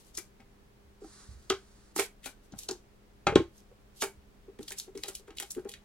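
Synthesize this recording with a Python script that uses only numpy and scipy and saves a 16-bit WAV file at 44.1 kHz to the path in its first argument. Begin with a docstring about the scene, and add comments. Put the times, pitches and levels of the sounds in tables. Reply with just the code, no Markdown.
"""Film-wrapped tin boxes are slid, picked up, set down and squared up by hand on a padded desk, in stereo.
Thuds are damped lid and wall modes driven by finger pads or landings; rims tick and film snaps as noise bursts.
Skin scuffs and a sliding box are shaped noise; dull bumps ring the low modes of the desk.
A small soft room adds a short noise tail, over coloured air noise and a faint fan hum of wavering sines."""
import sys
import numpy as np
from scipy import signal
from scipy.fft import rfft, irfft
from scipy.io import wavfile
from scipy.ndimage import uniform_filter1d

SR = 44100
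rng = np.random.default_rng(int(sys.argv[2]) if len(sys.argv) > 2 else 0)


def wav_out(sig):
    """Save sig, one row per channel (or a flat mono array), as 16-bit PCM at SR to the path in sys.argv[1]."""
    wavfile.write(sys.argv[1], SR, np.round(np.clip(np.atleast_2d(sig).T, -1, 1) * 32767).astype(np.int16))


N = 257544
T = np.arange(N) / SR  # time, s
SPOT_DB = 8.5  # loss of a mode one octave from the favoured pitch, dB


def undb(db):
    """Turn dB into an amplitude factor."""
    return 10 ** (np.asarray(db) / 20)


def unit(x):
    """Scale to an rms of 1."""
    return x / np.sqrt(np.mean(x ** 2))


def unit_energy(x):
    """Scale to a total energy of 1."""
    return x / np.sqrt(np.sum(x ** 2))


def band(x, lo_hz, hi_hz, order=2):
    """Keep the band between two frequencies."""
    edges_hz = [lo_hz, min(hi_hz, .45 * SR)]
    return signal.sosfilt(signal.butter(order, edges_hz, "band", fs=SR, output="sos"), x)


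def ring(hz, t60, swell_ms, size=8000):
    """One damped mode that builds up smoothly while the contact lasts."""
    t = np.arange(size) / SR
    swell = 1 - np.exp(-(1000 * t / max(swell_ms, .01)) ** 2)
    decay = 1000 ** (-t / max(t60, .005))
    return np.sin(2 * np.pi * hz * t) * decay * swell


def add(out, s, x):
    """Mix a sound into a layer from s seconds on, trimmed to the scene."""
    i = int(s * SR)
    out[..., max(i, 0):i + x.shape[-1]] += x[..., max(-i, 0):N - i]


def curve(table):
    """Gain along a table of seconds and dB, fading to silence at its ends."""
    rows = np.array(table)
    edge = np.clip(np.minimum(T - rows[0, 0], rows[-1, 0] - T) / 0.011, 0, 1)
    return edge * undb(np.interp(T, rows[:, 0], rows[:, 1]))


def walk(rate):
    """Random levels held 1 / rate s and slewed; spread near 1."""
    k = int(SR / rate)
    steps = np.repeat(rng.standard_normal(N // k + 1), k)
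    return 1.47 * uniform_filter1d(uniform_filter1d(steps, k), k)[:N]


def air():
    """Room and microphone noise, more alike on both sides in the bass, with wavering fan lines."""
    # Spectral colour of the air noise. Each row: frequency in Hz, relative level in dB.
    air_colour = [(14, -8.5), (30, 3.5), (52, 4), (85, -6.5), (204, -9.5), (340, -11), (410, -13),
                  (750, -19), (2400, -27), (14700, -40.5), (16000, -34.5)]
    # Hum lines of the fan. Each row: frequency in Hz, mean level in dB rms.
    fan_lines = [(118.4, -75), (204.6, -70), (403.7, -73.5), ]
    level_db = -59.5
    hz = np.fft.rfftfreq(N, 1 / SR) + 1
    colour_hz, colour_db = np.array(air_colour).T
    colour = undb(np.interp(np.log(hz), np.log(colour_hz), colour_db))
    mid, side = (rfft(rng.standard_normal(N)) * colour for _ in range(2))
    side = side * np.clip(hz / 580.0, .4, 1)
    noise = unit(irfft(np.array([mid + side, mid - side]), N))
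    noise = noise * undb(level_db + 0.16 * walk(1.8))
    hum = np.zeros(N)
    for f, db in fan_lines:
        level = np.sqrt(2) * undb(db + 0.79 * walk(8.0))
        phase = 2 * np.pi * np.cumsum(f + 1.11 * walk(29)) / SR
        hum += level * np.sin(phase)
    return noise + hum


def scuffs():
    """Skin rubs the film or tin in dense tiny slips of scattered size, under a swell and fade."""
    # Each row: middle in seconds, level in dB, half length in ms.
    scuff_rows = [(0.01, -61, 18), (0.074, -63, 42), (0.198, -58, 38), (1.999, -33, 25.7), (2.039, -44, 26),
                  (2.282, -52.5, 35), (2.45, -68, 22), (2.62, -52, 42), (2.727, -58, 12),
                  (3.581, -64.5, 44), (3.988, -56.5, 29), (4.031, -41, 17), (4.62, -59, 19),
                  (4.702, -52, 35), (4.788, -46.5, 20), (4.821, -55.5, 33), (5.07, -53.5, 63),
                  (5.169, -52.5, 32), (5.41, -50, 31), (5.531, -60.5, 75), (5.72, -56.5, 35)]
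    centre_hz = 7350
    out, t = np.zeros((2, N)), np.arange(-6000, 6000) / SR
    chance = rng.standard_normal((len(scuff_rows), 3, len(t)))
    slips = undb(2.5 * rng.exponential(size=(len(scuff_rows), len(t) // 25))).repeat(25, axis=1)
    for (s, db, ms), noise, slip in zip(scuff_rows, chance, slips):
        grit = slip * (noise[0] + 4.6 * noise[1:])  # a shared part and one part per side
        rub = unit(band(grit, centre_hz / 2.52, centre_hz * 1.68, order=3))
        swell = np.exp(-(1000 * t / ms) ** 2)
        add(out, s + t[0], undb(db) * swell * rub)
    return out


def ticks():
    """A brief crease swells into a crack and a grainy burst, then the film settles in small slips."""
    # Rim ticks and film snaps. Each row: start in seconds, body level in dB, fizz level in dB,
    # decay constant of the burst in ms, colour in Hz.
    tick_rows = [(0.1508, -42, -56, 12, 5600), (0.174, -30, -39, 4.5, 6200), (0.18, -29.5, -53, 0.41, 6500),
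                 (0.184, -38, -70, 8.9, 1740), (0.1867, -35, -37.5, 2.8, 6230),
                 (0.403, -54.5, -82, 9.5, 1640), (1.047, -57, -62, 2.5, 6000), (1.426, -69, -64, 1.5, 6500),
                 (1.5008, -16.5, -38, 3.4, 3670), (1.9635, -34, -33.5, 6.6, 4900),
                 (1.984, -29, -48, 9.1, 2140), (1.9957, -14.5, -24, 1.6, 2100),
                 (2.009, -41, -49, 2.8, 2270), (2.2442, -40, -53, 16, 2570),
                 (2.2599, -33.5, -40.5, 6.7, 3470), (2.2696, -40, -49, 5.5, 2260),
                 (2.523, -48.5, -75, 6.3, 4240), (2.589, -32.5, -39, 5, 5670), (2.634, -40, -44, 1.2, 4400),
                 (2.6885, -24, -45, 3.8, 4760), (2.711, -27, -43, 2.4, 5630), (3.2706, -19, -72, 3.5, 2740),
                 (3.357, -14.5, -63, 2.8, 2940), (3.5805, -51.5, -62, 3.1, 6940),
                 (4.019, -26, -34.5, 14.6, 4600), (4.039, -30, -29, 1.7, 1920),
                 (4.59, -44.5, -62, 4.5, 2530), (4.63, -39.5, -50, 3.7, 4400),
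                 (4.6819, -32, -44.5, 4.8, 3550), (4.706, -37.5, -49, 4.6, 5610),
                 (4.7204, -34, -41, 6.3, 2600), (4.786, -34.5, -36, 6.1, 5600),
                 (4.799, -27, -37.5, 1.2, 4970), (4.9537, -48.5, -61, 7.3, 2860),
                 (4.9753, -35.5, -45, 1.4, 5700), (5.036, -26.5, -41.5, 3.8, 3560),
                 (5.057, -46, -51, 2.7, 3440), (5.0842, -36.5, -39, 9.2, 3940),
                 (5.152, -36.5, -40.5, 6.2, 4170), (5.278, -53.5, -68, 12, 2650),
                 (5.3066, -47.5, -69, 3.6, 3130), (5.353, -59, -71, 1.8, 5500),
                 (5.372, -39, -48.5, 5.7, 3160), (5.385, -28.5, -50, 1.8, 4000),
                 (5.4002, -26.5, -32, 2.9, 2540), (5.426, -34, -42, 6, 3800),
                 (5.508, -35, -36.5, 5.6, 6000), (5.518, -60, -41, 3.5, 6500),
                 (5.5496, -48.5, -53, 3.6, 2540), (5.6485, -52, -65, 3.1, 1870),
                 (5.692, -37.5, -45, 4.4, 3420), (5.7166, -40, -55, 1.9, 3620),
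                 (5.7391, -32.5, -54, 4, 2650)]
    settle_db, settle_t60_s = -18, 0.2  # rustle of the film after a snap
    # short rim modes that colour a tick
    rim_modes_hz, rim_t60_s, rim_db = [2308, 2593, 3373, 3945, 4540, 6430], 0.016, -17.5
    body, fizz, t = np.zeros((2, N)), np.zeros((2, N)), np.arange(-1000, 7000) / SR
    chance = rng.standard_normal((len(tick_rows), 2, 3, len(t)))
    grain_db = 3.0 * rng.standard_normal((len(tick_rows), len(t) // 40 + 1))
    grain = undb(grain_db).repeat(40, axis=1)[:, :len(t)]  # crackle of the film
    after = np.maximum(t, 0)
    # leading axis: body, fizz
    spike = np.array([2.6, .6])[:, None, None] * (t >= 0) * np.exp(-after / 0.00036)
    settle = undb(settle_db) * (t >= 0) * 1000 ** (-after / settle_t60_s)
    apart = np.array([.3, .6])[:, None, None]  # the fizz comes from a wider patch than the body
    for (s, db, fizz_db, ms, hz), noise, g in zip(tick_rows, chance, grain):
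        shared, sides = noise[:, :1], noise[:, 1:]
        length_ms = max(ms, .1)
        crack = np.exp(-1000 * (after + (after - t) / 0.41) / length_ms)  # a longer burst also swells longer
        burst = (g * crack + spike / length_ms ** 0.28) * (shared + apart * sides)
        burst = burst + settle * g ** 0.66 * (0.238 * shared + 1.62 * sides)
        coloured = 0.43 * band(burst[0], 0.68 * hz, 7500., order=3)
        coloured = coloured + 0.55 * band(burst[0], hz / 1.84, hz * 1.55, order=3)
        rim = np.zeros(2000)
        for f in rim_modes_hz:
            rim += undb(-SPOT_DB * np.log2(f / hz) ** 2) * ring(f, rim_t60_s, 0.018, size=2000)
        rung = signal.fftconvolve(burst[0], unit_energy(rim)[None])[:, :len(t)]
        coloured = coloured + undb(rim_db) * rung
        add(body, s + t[0], undb(db) * coloured)
        add(fizz, s + t[0], undb(fizz_db) * burst[1])
    fizz_low = undb(6.5) * band(fizz, 6500., 13000.0, order=3)
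    fizz_high = undb(-2.5) * band(fizz, 12000.0, 18000.0)
    return body + fizz_low + fizz_high


def thuds():
    """A soft push thumps and swings the lid; an uneven clatter shakes the walls near the spot and is heard too."""
    # Finger pads or boxes landing. Each row: start in seconds, lid level in dB, lid pitch in Hz,
    # wall level in dB, wall pitch that the spot favours in Hz.
    thud_rows = [(0.18, -41.5, 345, -41.5, 1500), (0.398, -52, 239, -53, 1600), (1.019, -39, 409, -58, 830),
                 (1.042, -38.5, 326, -52, 830), (1.502, -21, 386, -24, 1400),
                 (1.963, -29.5, 326, -40, 1200), (1.99, -21, 402, -21, 1490),
                 (2.26, -45.5, 272, -36.5, 1510), (2.524, -43, 285, -59, 870),
                 (2.536, -39.5, 193, -44.5, 860), (2.691, -33.5, 384, -33, 810),
                 (2.711, -31, 363, -42, 850), (3.269, -22, 380, -15.5, 1370), (3.284, -32, 419, -26, 1180),
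                 (3.323, -29.5, 450, -34, 1110), (3.3587, -2.5, 345, -17, 1110),
                 (3.401, -23.5, 338, -63, 700), (3.713, -51, 492, -59, 700), (4.022, -32.5, 379, -24, 1210),
                 (4.04, -31.5, 392, -38.5, 1460), (4.482, -39, 399, -56.5, 823),
                 (4.592, -38, 410.5, -50.5, 860), (4.606, -40, 312, -53, 880), (4.709, -42, 397, -43, 1000),
                 (4.878, -41, 382.5, -56.5, 800), (4.952, -34, 400, -52.5, 855),
                 (4.973, -43.5, 311, -48.5, 2400), (5.039, -45, 415, -43, 1010),
                 (5.062, -44.5, 406, -45, 825), (5.084, -43, 389, -37.5, 1080),
                 (5.197, -49.5, 405, -58, 830), (5.279, -41, 411.4, -47.5, 844),
                 (5.304, -47, 333, -47.5, 1380), (5.403, -46, 395, -38.5, 2100),
                 (5.424, -47, 366, -42.5, 1020), (5.566, -32, 374, -46.5, 850),
                 (5.58, -32.5, 371.6, -43.5, 846), (5.654, -33.5, 406.3, -45.5, 910)]
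    # Modes of the tin walls. Each row: frequency in Hz, relative level in dB, free ring time (t60) in
    # seconds, of which the held box keeps 0.23.
    wall_modes = [(640, -8, 0.069), (802.3, 2.5, 0.37), (890, 5, 0.2), (1100, -2.5, 0.2), (1293, -1, 0.19),
                  (1394.5, -2, 0.17), (1510, -2.5, 0.17), (1642, -10, 0.17), (2243, 3, 0.27),
                  (2600, -10, 0.22), (2930, -7, .12)]
    # ring time at a lid level of 0 dB, its growth per dB of softer touch (as dB), and its ceiling
    lid_t60_s, lid_damp_per_db, lid_t60_max_s = 0.019, 0.77, 0.1
    pair_ratio, pair_db = 1.11, -4  # upper partner of the lid mode, shorter lived
    thump_ratio, thump_db = 0.775, -2  # heavily damped swing below the lid pitch
    wobble_db = 1.5  # the finger's changing pressure makes the lid ring unevenly
    lid, wall, t = np.zeros(N), np.zeros((2, N)), np.arange(4000) / SR
    chance = rng.standard_normal((len(thud_rows), 3, len(t)))
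    rattles = undb(5.54 * rng.standard_normal((len(thud_rows), len(t) // 80))).repeat(80, axis=1)
    grips = rng.standard_normal((len(thud_rows), len(wall_modes), 2))  # each grip shifts and weights the modes
    for (s, lid_db, hz, wall_db, spot_hz), noise, rattle, grip in zip(thud_rows, chance, rattles, grips):
        t60 = min(lid_t60_s * undb(-lid_damp_per_db * lid_db), lid_t60_max_s)
        push_ms = 2.0 - 0.091 * lid_db  # a gentler finger stays in contact longer
        swing = ring(hz, t60, push_ms)
        thump = undb(thump_db) * ring(hz * thump_ratio, 0.4 * t60, push_ms)
        partner = undb(pair_db) * ring(hz * pair_ratio, 0.8 * t60, push_ms)
        add(lid, s - 0.0005 * push_ms, undb(lid_db + 3.5) * (swing + thump + partner))

        fade = 0.55 * np.exp(-t / 0.004) + 0.47 * rattle * np.exp(-t / 0.017)
        clatter = (noise[0] + 0.32 * noise[1:]) * fade
        modes = np.zeros(3000)
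        for (f, db, mode_t60), (weight, shift) in zip(wall_modes, grip):
            mode_db = db + 4.0 * weight - SPOT_DB * np.log2(f / spot_hz) ** 2
            modes += undb(mode_db) * ring(f * (1 + .015 * shift), 0.23 * mode_t60, 0.067, size=3000)
        rung = signal.fftconvolve(clatter, unit_energy(modes)[None])[:, :len(t)]
        direct = band(clatter, 190.0, 1.85 * spot_hz, order=3)
        add(wall, s, undb(wall_db) * (undb(-8.5) * rung + undb(0.5) * direct))
    lid = lid * undb(wobble_db * walk(90.0))
    return wall + np.array([1.195 * lid, np.interp(T - .0001, T, lid)])  # lids lie nearer the left capsule


def bumps():
    """Pushes swing the desk modes; a longer push reaches only the low ones; the right side is louder and later."""
    # Dull bumps through desk and box floors. Each row: start in seconds, level in dB, push length in ms.
    bump_rows = [(.85, -51.5, 15), (1.287, -39.5, 10), (1.35, -42.5, 18), (1.504, -44.5, 6.5),
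                 (1.963, -38, 1.8), (2.532, -42, 4.2), (2.695, -41.5, 2.8), (3.268, -27, 4.3),
                 (3.321, -33, 6.1), (3.361, -23, 4.0), (4.172, -50.5, 17), (4.589, -34.5, 1.2),
                 (4.955, -42, 1.5), (5.569, -32, 1.2), (5.654, -42.5, 1.3)]
    # Modes of the desk. Each row: frequency in Hz, relative level in dB.
    desk_modes = [(68.9, -25), (131.3, -13), (99.8, -18.5), (158.9, -7.5), (243, 5)]
    push_cut_db = 22.5  # loss of a mode that swings once during the push
    out, (hz, mode_db) = np.zeros(N), np.array(desk_modes).T
    rings = np.array([ring(f, 17.6 / f, 3.4, size=16000) for f in hz])  # t60 of 17.6 cycles
    for s, db, ms in bump_rows:
        reach_db = mode_db - push_cut_db * (hz * ms / 1000) ** 2
        add(out, s, undb(db + reach_db - reach_db.max()) @ rings)
    return np.array([out, 1.36 * np.interp(T - .0008, T, out)])


def slide():
    """A box slides over the desk mat: hiss of mat fibres and a duller scrape in the tin that edges up in pitch."""
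    # Each row: time in seconds, hiss level in dB.
    slide_levels = [(1.0, -68), (1.035, -67), (1.06, -61), (1.21, -56.5), (1.37, -67.5), (1.6, -68.5),
                    (1.93, -69)]
    scrape_db = -7  # scrape in the tin, against the hiss
    noise = rng.standard_normal((2, N)) + 1.254 * rng.standard_normal(N)
    noise = noise * undb(0.92 * walk(62.0))
    rise = np.clip((T - 1.08) / 0.13, 0, 1)
    low_scrape = unit(band(noise, 870.0, 1800.0))
    high_scrape = unit(band(noise, 900.0, 1860.0))
    scrape = (1 - rise) * low_scrape + rise * high_scrape
    hiss = unit(band(noise, 3790.0, 10000.0, order=4))
    return curve(slide_levels) * (hiss + undb(scrape_db) * scrape)


def room(x):
    """Diffuse tail, slightly different at each capsule; the treble dies first."""
    t60_s, treble_t60_s, level_db = 0.16, 0.046, -13
    t = np.arange(12000) / SR
    noise = rng.standard_normal((2, len(t))) + 14.0 * rng.standard_normal(len(t))
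    low = signal.sosfilt(signal.butter(1, 3000., fs=SR, output="sos"), noise)
    tail = low * 1000 ** (-t / t60_s) + (noise - low) * 1000 ** (-t / treble_t60_s)
    tail = band(tail * np.clip(t / 0.0067, 0, 1), 500.0, 9100.0)
    tail = tail / np.sqrt(np.sum(tail ** 2) / 2)
    return undb(level_db) * signal.fftconvolve(x, tail, axes=1)[:, :N]


def scene():
    """Place the handling sounds between the capsules, then add room, bumps and air."""
    # Side of the desk where the hands work. Each row: time in seconds, left minus right in dB.
    hand_side = [(.2, 4), (1.0, -2), (1.5, -0.5), (2.0, -3), (2.25, 5), (2.6, 0.5), (3.3, 1), (3.36, -1),
                 (4.8, 0.4), (5.0, 1), (5.8, 1)]
    left_lead = 2  # samples by which the left capsule hears the boxes first
    near = thuds() + ticks() + scuffs() + slide()
    pan_db = np.interp(T, *np.array(hand_side).T)
    near = near * undb(np.array([pan_db, -pan_db]) / 2)
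    near[1] = np.roll(near[1], left_lead)
    return near + room(near) + bumps() + air()


def record(dry):
    """The recorder cuts the top steeply."""
    top_hz = 15900
    return signal.sosfilt(signal.ellip(10, .2, 70, top_hz, fs=SR, output="sos"), dry)


dry = scene()
out = record(dry)
wav_out(out)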